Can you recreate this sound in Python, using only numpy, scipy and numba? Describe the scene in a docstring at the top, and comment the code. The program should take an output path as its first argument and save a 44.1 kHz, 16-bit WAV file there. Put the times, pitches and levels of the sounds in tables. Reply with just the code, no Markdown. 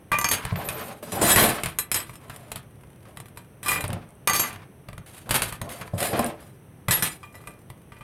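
"""Clutch rings are stacked in a steel drum on a workbench. Lined rings drop in and rattle, one with a thin hiss;
from 1 s bare steel rings are dragged, knocked on the rim and let fall, then tapped and fidgeted with. Lined rings
follow from 4.3 s, steel from 5.9 s, light clinks last. Blows and rubbing drive decaying modes and coloured noise
in ring, drum and bench; an echo follows, and a quiet workshop hums and hisses throughout."""
import sys
import numpy as np
from scipy import signal
from scipy.fft import rfft, irfft, next_fast_len
from scipy.io import wavfile
from scipy.ndimage import uniform_filter1d, map_coordinates
from numba import njit

SR = 44100
rng = np.random.default_rng(int(sys.argv[2]) if len(sys.argv) > 2 else 0)


def digitize_waveform(pressure):
    """Quantize a signal to 16-bit integers and store it at the path in sys.argv[1].

    Rows of a 2-D input are taken as channels; values are limited to [-1, 1].
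    """
    field = np.atleast_2d(pressure).T
    bounded = np.clip(field, -1, 1)
    quanta = np.round(bounded * 32767).astype(np.int16)
    wavfile.write(sys.argv[1], SR, quanta)


N = 354123


def amp(db):
    """Gain of a level in dB."""
    return 10 ** (np.asarray(db) / 20)


def along(points, hz):
    """Value at hz between (f/Hz, value) points, on a log frequency axis."""
    f, v = np.transpose(points)
    return np.interp(np.log(hz + 1), np.log(f + 1), v)


def filtered(x, response):
    """x with its spectrum multiplied by a function of frequency."""
    m = next_fast_len(N + 8192)
    spectrum = rfft(x, m) * response(np.fft.rfftfreq(m, 1 / SR))
    return irfft(spectrum, m)[..., :N]


def noise(colour):
    """Random noise shaped by a colour table and set to rms 1."""
    x = filtered(rng.standard_normal(N), lambda hz: amp(along(colour, hz)))
    return x / x.std()


def wobble(rate):
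    """A smooth random curve through rate knots a second."""
    knots = rng.standard_normal(int(N * rate / SR) + 4)
    return map_coordinates(knots, [np.arange(N) * rate / SR])


# Contacts [t/s, ring blow level/dB, drum blow level/dB, chatter t60/s]; levels are relative
LINED_CONTACTS = [(0.1167, -12, -21.5, 0.18), (0.14, -28, -23, 0.063), (0.1863, -4, -25, 0.029),
                  (0.2125, -9.5, -27, 0.052), (0.2435, -5, -16.5, 0.067), (0.2876, -4, -22, 0.013),
                  (0.3129, 3, -67, 0.076), (0.3328, -7, -18.5, 0.19), (0.4509, -11, -16, 0.017),
                  (0.557, -25, -16, 0.074), (0.6872, -5, -25, 0.086), (4.2737, 5, -24.5, 0.044),
                  (4.2835, -12, -29, 0.052), (4.2965, -1, -26, 0.097), (4.3326, -3.5, -31.5, 0.32),
                  (4.3951, -6, -23.5, 0.19), (4.528, -22, -31, 0.036), (4.9788, -24, -24, 0.026),
                  (5.2919, -13, -21, 0.063), (5.3083, 1.5, -11, 0.17), (5.3421, -2.5, -44, 0.2),
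                  (5.4195, 0, -19.5, 0.14), (5.456, -21.5, -23, 0.25), (5.524, -14, -22, 0.11),
                  (5.6151, -11, -18, 0.037), (5.6915, -19, -33, 0.19), (5.8116, -23, -25, 0.063)]
STEEL_CONTACTS = [(1.1198, -18, -52, 0.031), (1.3598, 4, -2, 0.12), (1.6346, -6, -18, 0.087),
                  (1.6586, -10.5, -13, 0.14), (1.7867, -7, -26, 0.058), (1.9156, -5, -22, 0.071),
                  (1.9438, -8, -22, 0.3), (2.2968, -25, -25.5, 0.13), (2.3613, -25, -45.5, 0.026),
                  (2.5171, -12.5, -25, 0.044), (2.5582, -14.5, -25, 0.092), (3.1714, -22, -25.5, 0.014),
                  (3.3727, -26.5, -27.5, 0.098), (3.6299, -25.5, -35.5, 0.63), (3.66, -23, -29.5, 0.13),
                  (3.683, -8, -25.5, 0.28), (3.7162, -13, -19.5, 0.13), (3.8071, -18, -34, 0.02),
                  (3.84, -16, -13, 0.055), (3.93, -16, -18, 0.031), (6.0035, -14.5, -21.5, 0.12),
                  (6.0274, -8.5, -34, 0.197), (6.192, -9.5, -19, 0.071), (6.262, -16.5, -43, 0.086),
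                  (6.8833, -14.5, -6, 0.065), (6.9087, -1.5, -30, 0.34), (7.0238, -6, -17.5, 0.19),
                  (7.4725, -28, -27, 0.037), (7.701, -29, -29, 0.021)]
# Slides of either kind of ring [start t/s, length/s, ring level/dB, drum level/dB, bench level/dB]; relative
LINED_SLIDES = [(0.37, 0.13, -40, -38.5, -50), (0.57, 0.3, -34, -39.5, -37.5),
                (4.4, 0.096, -64, -36.5, -46.5), (5.06, 0.13, -39.5, -59, -77),
                (5.255, 0.022, -69, -48.5, -43), (5.62, 0.017, -44, -53, -37.5),
                (5.7, 0.11, -38.5, -47.5, -51)]
STEEL_SLIDES = [(1.025, 0.08, -45.5, -49, -41.5), (1.12, 0.069, -38.5, -36.5, -27.5),
                (1.212, 0.1, -21.5, -27.5, -23.5), (1.36, 0.069, -18, -16, -16),
                (2.2, 0.33, -59.5, -55, -54.5), (3.05, 0.059, -64, -59.5, -53.5),
                (3.75, 0.21, -83, -45, -42.5), (5.935, 0.011, -47, -68, -37),
                (5.978, 0.12, -36, -54, -34.5), (6.13, 0.099, -49.5, -31, -29.5),
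                (6.4, 0.023, -56.5, -65, -106), (7.34, 0.13, -64.5, -63, -53)]


def stacking():
    """Contacts and slides of both kinds of ring excite the rings, the drum and the bench together."""
    lined = held(LINED_CONTACTS)
    steel = held(STEEL_CONTACTS + taps() + fidgets())
    both = np.vstack([lined, steel])
    lined_rub, steel_rub = rubbing(LINED_SLIDES), rubbing(STEEL_SLIDES)
    rub = lined_rub + steel_rub
    rings = lined_rings(lined, lined_rub[0]) + steel_rings(steel, steel_rub[0])
    return rings + drum(both, rub[1]) + bench(both, rub[2]) + whistle() + ticks()


RING, SHELL = 0, 1  # which level and freedom columns of a contact drive a body: ring or drum

# Colour of the rings' unpitched noise [f/Hz, relative level/dB]
RING_GRIT = [(2500, 11.5), (4000, 8), (6000, -2), (9500, 13), (13000, 6.5), (15000, 0.5), (16000, -27.5)]
# Modes of a lined ring [f/Hz, relative level/dB, undamped t60/s]
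LINED_MODES = [(4606, -8, .1), (6438, -2, .2), (7208, -10, .12), (8382, -10, .1), (9179, -4, .08),
               (11590, -2, .2), (12450, -7, .1), (13820, -9, .1), (14530, -10, .07)]


def lined_rings(contacts, rub):
    """Lined rings: gritty noise over modes from 4.6 kHz up."""
    return body(crowded(LINED_MODES, minor_db=-12), RING_GRIT, contacts, rub, RING,
                blow_gain_db=-26, shake_db=-26, sing_db=-13, crack_db=-7.0, chatter_db=-19.5, rub_db=-12.5)


# Modes of a bare steel ring [f/Hz, relative level/dB]
STEEL_MODES = [(1730, -7), (4020, -10), (5260, -13), (7190, -5), (7800, -9), (8050, -10), (8580, -3),
               (9140, -2), (10290, -4), (10450, -7), (11350, 0), (12210, -5), (13540, -6), (14150, -7)]
STEEL_T60_S = .14  # undamped decay, the same for every mode in the table


def steel_rings(contacts, rub):
    """Bare steel rings: more strongly ringing modes with the same grit."""
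    table = [(hz, db, STEEL_T60_S) for hz, db in STEEL_MODES]
    return body(crowded(table, minor_db=-11), RING_GRIT, contacts, rub, RING,
                blow_gain_db=-14, shake_db=-20, sing_db=0, crack_db=-3.5, chatter_db=-20.0, rub_db=-2.0)


# Modes of the drum [f/Hz, relative level/dB, undamped t60/s]
DRUM_MODES = [(940, -11, .1), (1180, 1, .15), (1560, -10, .08), (1988, 0, .14), (2410, -1, .12),
              (3180, -11, .1)]
# Colour of the drum's unpitched clack [f/Hz, relative level/dB]
DRUM_CLACK = [(500, -6), (1000, 14), (2500, 6), (4500, -3.5), (9000, -19.5)]
SOFT_DULL = .14  # dB an octave that a drum blow loses for each dB below a hard one


def drum(contacts, rub):
    """The steel drum answers every contact; softer blows excite its upper modes less."""
    return body(crowded(DRUM_MODES, minor_db=-15), DRUM_CLACK, contacts, rub, SHELL,
                blow_gain_db=-3, shake_db=-6, sing_db=-7, crack_db=-6, chatter_db=-15, rub_db=-5,
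                soft_dull=SOFT_DULL)


# Light taps of a hand-held ring on the drum's rim [t/s, drum blow level/dB, chatter t60/s]
RIM_TAPS = [(2.0942, -26, .032), (2.1333, -33.5, 0.05), (2.806, -52, .03), (2.8348, -37.5, 0.031),
            (3.0536, -38, 0.077), (3.759, -21.5, 0.043), (3.903, -19, 0.02), (4.559, -26.5, .02),
            (4.619, -37, 0.046), (4.886, -22, .02), (4.93, -25, 0.038), (5.877, -31, .031),
            (7.2307, -39.5, .13), (7.3423, -45, 0.13), (7.404, -45, 0.071), (7.438, -41, .03),
            (7.92, -34, 0.15), (8.009, -34, 0.082)]
TAP_RING_DB = -8  # blow on the held ring relative to the blow on the drum


def taps():
    """Rim taps as steel contacts, weaker on the held ring than on the drum."""
    return [(s, db + TAP_RING_DB, db, t60) for s, db, t60 in RIM_TAPS]


# Spells when fingers feel for the slots with a steel ring [start t/s, end t/s]
FIDGET_SPELLS = [(2.1, 3.45), (7.15, 8.03)]
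FIDGET_RATE, FIDGET_FLOOR_DB = 22, -47  # clinks a second, weakest blow on the ring


def fidgets():
    """Chance clinks of the held ring, as steel contacts."""
    rows = []
    for start, end in FIDGET_SPELLS:
        draw = rng.uniform(size=(int(FIDGET_RATE * (end - start)), 2))
        times = start + (end - start) * draw[:, 0]
        ring_db = FIDGET_FLOOR_DB - 4 * np.log(draw[:, 1])  # a few stand out
        rows += [(s, db, db - 8, .03) for s, db in zip(times, ring_db)]
    return rows


# How freely ring and drum sound on: high when a ring falls loose, low when fingers or bench damp them
# [t/s, ring level/dB, drum level/dB]
FREEDOM_CURVE = [(0.1, -8, 7), (0.26, 7.5, -2), (0.4, -22, -22), (1.25, -2.5, -25), (1.4, -6, -23),
                 (1.65, -20, -33), (1.78, -2.5, -7.5), (2.1, -8, -17.5), (2.8, -24.5, -26),
                 (3.599, -3.5, -5), (3.82, -3.5, -2.5), (3.85, -33.5, -36), (4.269, -2.5, 9), (4.4, 7, -6),
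                 (4.55, -19, -16), (5.701, -8.5, -26), (6.0, -11.5, -18.5), (6.95, -4, -14),
                 (7.25, -1, -0.5), (7.7, -13.5, -15), (8.0, -10, -7)]


def handling():
    """Freedom of ring and drum in dB at every sample."""
    s, *columns = np.transpose(FREEDOM_CURVE)
    return [np.interp(np.arange(N) / SR, s, c) for c in columns]


def held(contacts):
    """The contacts, each with the freedom of ring and drum at its moment added as columns."""
    contacts = np.array(contacts)
    at = np.round(contacts[:, 0] * SR).astype(int)
    return np.column_stack([contacts, np.transpose(handling())[at]])


RISE_S, FADE_T60_S = 0.003, 0.41  # every slide


def rubbing(slides):
    """Gains per sample for ring, drum and bench: each slide rises, holds and fades."""
    t, gains = np.arange(N) / SR, np.zeros((3, N))
    for start, length, *db in slides:
        rise = np.clip((t - start) / RISE_S, 0, 1)
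        fade = amp(-60 * np.clip(t - start - length, 0, 2) / FADE_T60_S)
        gains += amp(db)[:, None] * rise * fade
    return gains


def grain(depth_db):
    """Sliding surfaces catch and let go: a fast and a slower random gain."""
    return amp(depth_db * wobble(220) + 3.5 * wobble(55))


HARD_DB = -12  # blows below this count as soft


def body(table, colour, contacts, rub, part, blow_gain_db, shake_db, sing_db, crack_db, chatter_db, rub_db,
         soft_dull=0):
    """One steel object: blows, the chatter after them and sliding drive its modes and make unpitched noise."""
    times, blow_db, free_db = contacts[:, 0], contacts[:, 1 + part], contacts[:, 4 + part]
    chatter_s = np.clip(contacts[:, 3], .02, 1)
    t = np.arange(SR // 2) / SR
    chatter, shake, crack = np.zeros((3, N + SR))
    for i, db, t60, free in zip(np.round(times * SR).astype(int), blow_db, chatter_s, free_db):
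        # a loose ring keeps bouncing, ever smaller
        bounces = amp(db - 60 * t / t60) * (1 - np.exp(-t / 0.0035))
        chatter[i:i + len(t)] += amp(chatter_db) * bounces
        shake[i:i + len(t)] += amp(shake_db + free) * bounces
        crack[i:i + len(t)] += amp(db + crack_db - 60 * t / 0.012) * (1 - np.exp(-t / 0.0016))
    rough = grain(depth_db=1.5)
    hiss = (crack[:N] + rough * (chatter[:N] + amp(rub_db) * rub)) * noise(colour)
    freedom = handling()[part]
    strokes = rough * (shake[:N] + amp(sing_db + freedom) * rub)
    dull = soft_dull * np.minimum(blow_db - HARD_DB, 0)
    return hiss + modes(table, strokes, times, blow_db + blow_gain_db + free_db, np.minimum(freedom, 0), dull)


def crowded(table, minor_db, count=16):
    """The strong modes plus a crowd of weak, short ones spread between them."""
    low, high = table[0][0], table[-1][0]
    place = (np.arange(count) + rng.uniform(size=count)) / count
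    return table + [(low * (high / low) ** p, minor_db, .04) for p in place]


CHOKE = .35  # dB of faster decay for each dB of lost freedom


def modes(table, strokes, times, blow_db, free_db=0, dull=0):
    """Resonators driven by tiny impacts under strokes and by single blows."""
    at, out = np.round(times * SR).astype(int), np.zeros(N)
    spots = rng.standard_normal((len(at), len(table)))  # each blow lands on another spot
    impacts = strokes * rng.standard_normal(N)
    choke = amp(-CHOKE * free_db) * np.ones(N)
    for k, (hz, db, t60) in enumerate(table):
        loss = np.log(1000) / (t60 * SR)
        # the contact wanders over the nodes, feeding and choking the ring
        wander = amp(2.2 * wobble(35))
        drive = wander * impacts * np.sqrt(2 * loss)
        tilt_db = dull * np.log2(hz / table[0][0])
        spot_db = (2 - .3 * db) * spots[:, k]  # weak modes vary most with the spot
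        drive[at] += (-1) ** k * amp(blow_db + tilt_db + spot_db)
        out += amp(db) * wander * ring(drive, loss, choke, 2 * np.pi * hz / SR)
    return out


@njit
def ring(drive, loss, choke, w):
    """One two-pole resonator whose loss per sample follows the choke."""
    out = np.zeros(len(drive))
    for n in range(2, len(drive)):
        r = 1 - loss * choke[n]
        out[n] = 2 * r * np.cos(w) * out[n - 1] - r * r * out[n - 2] + np.sin(w) * drive[n - 1]
    return out


# Thin hiss of a sliding lined ring [t/s, level/dB]
WHISTLE_CURVE = [(0.56, -46), (0.768, -44), (0.9, -53)]


def whistle():
    """A thin high hiss, flickering in level, while a lined ring slides off its neighbour."""
    s, db = np.transpose(WHISTLE_CURVE)
    level_db = np.interp(np.arange(N) / SR, s, db, left=-120, right=-120)
    # narrow band around 12 kHz
    band = noise([(11000, -47.0), (12100, 3), (12450, -8.0), (12800, -17.5), (14000, -52.5)])
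    return amp(level_db + 3.5 * wobble(43)) * band


# Edge ticks [t/s, level/dB]
EDGE_TICKS = [(3.88, -23.5), (4.09, -48), (4.106, -46.5), (4.153, -49), (6.2443, -18.5)]


def ticks():
    """Tiny dry edge ticks: treble noise with an instant start and a 9.6 ms t60."""
    t, gate = np.arange(SR // 50) / SR, np.zeros(N)
    for s, db in EDGE_TICKS:
        gate[round(s * SR):][:len(t)] = amp(db - 60 * t / 0.0096)
    return gate * noise([(5000, -37.5), (9500, 8), (15000, -35.0)])


# Knocks of hands and stacks on the bench [t/s, legs level/dB, top level/dB]
BENCH_KNOCKS = [(0.522, -19, -32.5), (3.894, -29, -38.5), (3.929, -23.5, -54), (5.934, -19.5, -29),
                (6.128, -38, -28), (6.194, -46, -14.5)]
# Modes of the bench top, then of its legs [f/Hz, relative level/dB, t60/s]
TOP_MODES = [(232, -5, .1), (335, -11, .07), (450, -6, .1), (590, 1, .08), (690, 0, .07), (790, -6, .06),
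             (1055, -7, .1)]
LEG_MODES = [(102, 0, .2), (172, -3, .12)]
# Colour of dragging on the bench top [f/Hz, relative level/dB]
DRAG_COLOUR = [(60, -6), (200, 2.5), (650, 1), (1300, -17.5), (3000, -54)]
JOLT_LOSS_DB = 13  # from a drum blow to its jolt on the bench, before the trims of legs, top and air


def bench(contacts, rub):
    """The top hums under a dragged ring; jolts knock it, boom in the legs and push the air."""
    times, jolt_db = contacts[:, 0], contacts[:, 2] - JOLT_LOSS_DB
    jolts = np.column_stack([times, jolt_db - 0.5, jolt_db - 12])
    knock_times, legs_db, top_db = np.vstack([BENCH_KNOCKS, jolts]).T
    rub = rub * grain(depth_db=2.5)
    drag = amp(-6) * rub * noise(DRAG_COLOUR)
    top = modes(TOP_MODES, amp(-7) * rub, knock_times, top_db)
    push = modes([(52.7, 0, 0.12)], 0, times, jolt_db + 1.0)
    legs = modes(LEG_MODES, amp(-19.5) * rub, knock_times, legs_db)
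    return drag + top + push + legs


# Decay of the room's answer [f/Hz, t60/s]
ROOM_DECAY = [(200, .4), (2000, .27), (12000, .03)]


def walls(x):
    """The room's answer: a noise tail after 300 samples, each frequency dying at its own speed."""
    hz, t, z = signal.stft(rng.standard_normal(SR // 2), SR, nperseg=256)
    decay = amp(-60 * t / along(ROOM_DECAY, hz)[:, None])
    tail = signal.istft(z * decay, SR, nperseg=256)[1]
    return signal.fftconvolve(np.pad(x, (300, 0)), tail / np.linalg.norm(tail))[:N]


# Colour of the workshop's hum and hiss [f/Hz, relative level/dB]
SHOP_COLOUR = [(20, -15), (70, -0.5), (130, 6), (230, -4.5), (400, -7), (1100, -19), (3000, -27),
               (5000, -42), (6100, -30.5), (7100, -52.5), (8300, -28.5), (11000, -28), (14000, -35.5),
               (16000, -37)]
SHOP_DB = -49  # mean level


def shop():
    """Quiet workshop hum and hiss: coloured noise, very slightly unsteady in level."""
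    return amp(SHOP_DB + 0.08 * wobble(2.6)) * noise(SHOP_COLOUR)


def scene():
    """Bench work, its echo and the shop noise."""
    work = stacking()
    return (work + amp(-11.5) * walls(work) + shop())[None]


TOP_HZ, BASS_HZ = 15900, 38  # band limit, -6 dB point of the bass roll-off


def record(dry):
    """A gain control eases the loudest clatter; the deepest bass and all above the band limit are dropped."""
    power = np.abs(uniform_filter1d(dry ** 2, SR // 100, origin=SR // 400))  # 10 ms mean, mostly of the past
    eased = dry * (1 + power / amp(-19.0) ** 2) ** -.3
    return filtered(eased, lambda hz: (hz < TOP_HZ) * hz ** 4 / (hz ** 4 + BASS_HZ ** 4))


dry = scene()
out = record(dry)
digitize_waveform(out)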